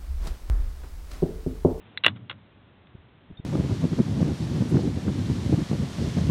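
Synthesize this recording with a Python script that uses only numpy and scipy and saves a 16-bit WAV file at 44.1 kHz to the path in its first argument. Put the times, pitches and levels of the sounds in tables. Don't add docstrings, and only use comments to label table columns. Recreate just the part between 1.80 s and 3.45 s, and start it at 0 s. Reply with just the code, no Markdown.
import sys
import numpy as np
from scipy import signal
from scipy.fft import rfft, irfft, next_fast_len
from scipy.io import wavfile

SR = 44100
rng = np.random.default_rng(int(sys.argv[2]) if len(sys.argv) > 2 else 0)


def unload_audio(sound):
    columns = np.transpose(np.atleast_2d(sound))
    steps = np.round(np.clip(columns, -1, 1) * 32767)
    wavfile.write(sys.argv[1], SR, steps.astype(np.int16))


N = 72765

# frequency in Hz, relative level there in dB.
HISS_SPECTRUM = [(15, -56.5), (25, -14.5), (97, 4.5), (143, 1), (287, -2.5), (412, -8), (604, -10),
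                 (747, -12), (985, -12.5), (2910, -18.5), (3450, -17.5), (4000, -25.5), (5200, -55.5),
                 (8800, -120)]
DRAG_SPECTRUM = [(40, -33), (75, -14), (105, -3), (150, -11), (500, -15.5), (1500, -23), (3600, -24),
                 (4400, -45)]
RUB_SPECTRUM = [(30, 9), (150, -2.5), (400, -1), (700, -18), (1500, -32.5), (4000, -50)]
ECHO_SPECTRUM = [(50, -31), (100, 0.5), (220, 5.5), (400, -6), (800, -16), (2000, -34), (4000, -50)]
# time of the peak in seconds, level in dB, pitch in Hz,
# width in seconds.
HAND_BUMPS = [(0.002, -52, 102, 0.0053), (1.1532, -32, 129, 0.0018), (1.187, -44.5, 68, 0.0037),
              (1.212, -48, 80, 0.0069), (1.265, -44.5, 127.8, 0.0029), (1.506, -37, 170, .0028),
              (1.512, -35, 230, .0016), (1.527, -41.5, 80.7, 0.0062), (1.599, -25.5, 140, 0.0016),
              (1.646, -35.5, 110, .003)]
# time of the peak in seconds, level in dB,
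# strongest frequency in Hz, width in seconds.
METAL_BRUSHES = [(.368, -54, 1200, .007), (1.072, -56, 3100, .0015)]
# frequency in Hz, relative level there in dB.
RATTLE_SPECTRUM = [(100, 5.5), (400, -12.5), (800, -1.5), (1100, 8), (1800, -0.5), (2800, 0), (3600, 1.5),
                   (4500, -17)]

# pitch in Hz, relative level in dB,
# seconds to fade by 60 dB.
ROOM_TONES = [(97.6, 7, .27), (102.3, -13, 1.1), (114.4, -2, .6), (126.6, -13.5, 1.2), (144, -1, .24),
              (176.3, -6, .43), (184, -2.5, .34), (206.2, -1, .37), (232, -14.5, .7), (250.6, -6, .37),
              (307, 1, .16)]
PING_TONES = [(3630, -0.5, 0.1), (4360, -14, .06)]
CATCH_TONES = [(1740, -5, .013), (2028, -4, .018), (2200, -9, .012), (2690, -12, .016), (3510, -4.5, .019),
               (3850, -8, .029), (4110, -12, .026)]
ROD_TONES = [(587, -11, .05), (1154, -24, .03), (1510, 0, .016), (2200, -2, .014), (2680, -7, .028),
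             (2860, 2, .014), (3330, 5, .013), (3670, -6, .022)]
LEVER_TONES = [(193, -9, 0.082), (302, -22, .09), (390, -27, .1), (520, -15, .016), (655, -11.5, .016),
               (979, -29.5, .07), (1200.3, -25, .06), (1630, -17.5, .035), (2005, -4, .018),
               (2322, -4.5, .008), (2763, -6.5, .02), (2910, 2.25, .02), (3257, -3, .015),
               (3460, -9.5, .025), (3780, -11, .022)]

# start in seconds, level in dB, contact time in milliseconds
# (longer is duller), frequency in Hz below which bass is cut (light taps hardly move the case).
CATCH_HITS = [(0.17514, -8.5, 0.034, 2158)]
ROD_HITS = [(.3625, -26.5, 0.26, 400), (.49739, -14, 0.059, 1840), (.49978, -14.5, 0.07, 832),
            (.50545, -21.5, 0.11, 551), (.50773, -21, 0.11, 578), (.51033, -27.5, 0.03, 264),
            (.51324, -19, 0.048, 263), (.52805, -25.5, 0.16, 366)]
LEVER_HITS = [(.2368, -24, .043, 1200), (0.2386, -5, .056, 2073), (0.2404, -11, .076, 840),
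              (0.242, -6.5, .034, 3134), (.24615, -5, .022, 524), (.24693, -1, .033, 717),
              (.25527, -12.5, .042, 1420), (0.2577, -14, .018, 199.9), (0.261, -15, .04, 1193),
              (0.2639, -2.5, .062, 1178), (0.2643, 2, .012, 266.8), (.2654, .5, .026, 277.7),
              (0.2671, 4, .4, 296.1), (0.2813, -4.5, .053, 1476), (.28243, -2.5, .171, 700),
              (.28455, -14, .028, 2095)]


def gain(db):
    return 10 ** (np.asarray(db) / 20)


def seconds():
    return np.arange(N) / SR


def fade(fade_s):
    return np.exp(-np.log(1000) * seconds() / fade_s)


def hump(t, width_s):
    return 1 / np.cosh(np.clip(t / width_s, -20, 20))


def at(start, sound):
    return np.concatenate([np.zeros(int(start * SR)), sound])[:N]


def noise(spectrum):
    hz, db = np.array(spectrum, float).T
    freqs = np.maximum(np.fft.rfftfreq(N, 1 / SR), 1)
    shape = gain(np.interp(np.log(freqs), np.log(hz), db))
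    sound = irfft(rfft(rng.standard_normal(N)) * shape, N)
    return sound / sound.std()


def ring(tones):
    sound = sum(gain(db) * np.sin(2 * np.pi * hz * seconds()) * fade(fade_s) for hz, db, fade_s in tones)
    strength = np.sqrt(sum(gain(db) ** 2 for _, db, _ in tones))
    return sound / strength / 2


def soften(sound, contact_ms):
    contact_samples = contact_ms * SR / 1000
    carry_over = np.exp(-1 / contact_samples)
    return signal.lfilter([1 - carry_over], [1, -carry_over], sound)


def clatter(hits, tones, crack_db, rattle_db):
    ringing = ring(tones)
    crack_and_rattle = gain(crack_db) * fade(fade_s=.006) + gain(rattle_db) * fade(fade_s=.088)
    out = np.zeros(N)
    for start, db, contact_ms, cut_hz in hits:
        grit = noise(RATTLE_SPECTRUM) * crack_and_rattle
        bass_cut = signal.butter(2, cut_hz, "high", fs=SR, output="sos")
        hit = signal.sosfilt(bass_cut, ringing + grit)
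        out += gain(db) * at(start, soften(hit, contact_ms))
    return out


def hiss():
    return gain(-55.5) * noise(HISS_SPECTRUM)


def hand(drag_end_s=.22, drag_fade_s=.0082):
    dragging = np.clip((drag_end_s - seconds()) / drag_fade_s, 0, 1)
    out = gain(-56) * noise(DRAG_SPECTRUM) * dragging
    rub = gain(-15.5) * noise(RUB_SPECTRUM)
    for peak_s, db, hz, width_s in HAND_BUMPS:
        t = seconds() - peak_s
        thump = np.sin(2 * np.pi * hz * t) * hump(t, width_s)
        out += gain(db) * (thump + rub * hump(t, width_s=.0048))
    return out


def room(rise_s=.06, rods_settle_s=.5152):
    hardest_hit_s = max(LEVER_HITS, key=lambda row: row[1])[0]
    swell = 1 - np.exp(-seconds() / rise_s)
    boom = ring(ROOM_TONES) * swell
    booms = gain(-12) * at(hardest_hit_s, boom) + gain(-25) * at(rods_settle_s, boom)
    echo_shape = fade(fade_s=.65) * swell
    echo_power = sum(at(start, gain(db) * echo_shape) ** 2 for start, db, _, _ in LEVER_HITS)
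    return booms + gain(-49.5) * np.sqrt(echo_power) * noise(ECHO_SPECTRUM)


def brushes():
    out = np.zeros(N)
    for peak_s, db, hz, width_s in METAL_BRUSHES:
        spectrum = [(hz / 4, -18), (hz, 0), (3700, -4.5), (4650, -30)]
        out += gain(db) * hump(seconds() - peak_s, width_s) * noise(spectrum)
    return out


def ping(start_s=1.5718, rise_s=.008):
    swell = 1 - fade(rise_s)
    return gain(-38) * at(start_s, ring(PING_TONES) * swell)


def catch():
    return clatter(CATCH_HITS, CATCH_TONES, crack_db=-26, rattle_db=-42.5)


def rods():
    return clatter(ROD_HITS, ROD_TONES, crack_db=-18, rattle_db=-26.5)


def lever():
    return clatter(LEVER_HITS, LEVER_TONES, crack_db=-25, rattle_db=-30)


def scene():
    return (hiss() + hand() + room() + brushes() + ping() + catch() + rods() + lever())[None]


def record(dry, rolloff_hz=4100, silent_above_hz=4650, top_hz=17300):
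    size = next_fast_len(2 * N)
    freqs = np.fft.rfftfreq(size, 1 / SR)
    rolloff = 1 / np.sqrt(1 + (freqs / rolloff_hz) ** 40)
    edge = np.clip((silent_above_hz - freqs) / 200, 0, 1)
    dulled = irfft(rfft(dry, size) * rolloff * edge, size)[:, :N]
    clipped = np.clip(dulled, -1, 1)
    top_cut = signal.ellip(8, .2, 70, top_hz, fs=SR, output="sos")
    return signal.sosfilt(top_cut, clipped)


dry = scene()
out = record(dry)
unload_audio(out)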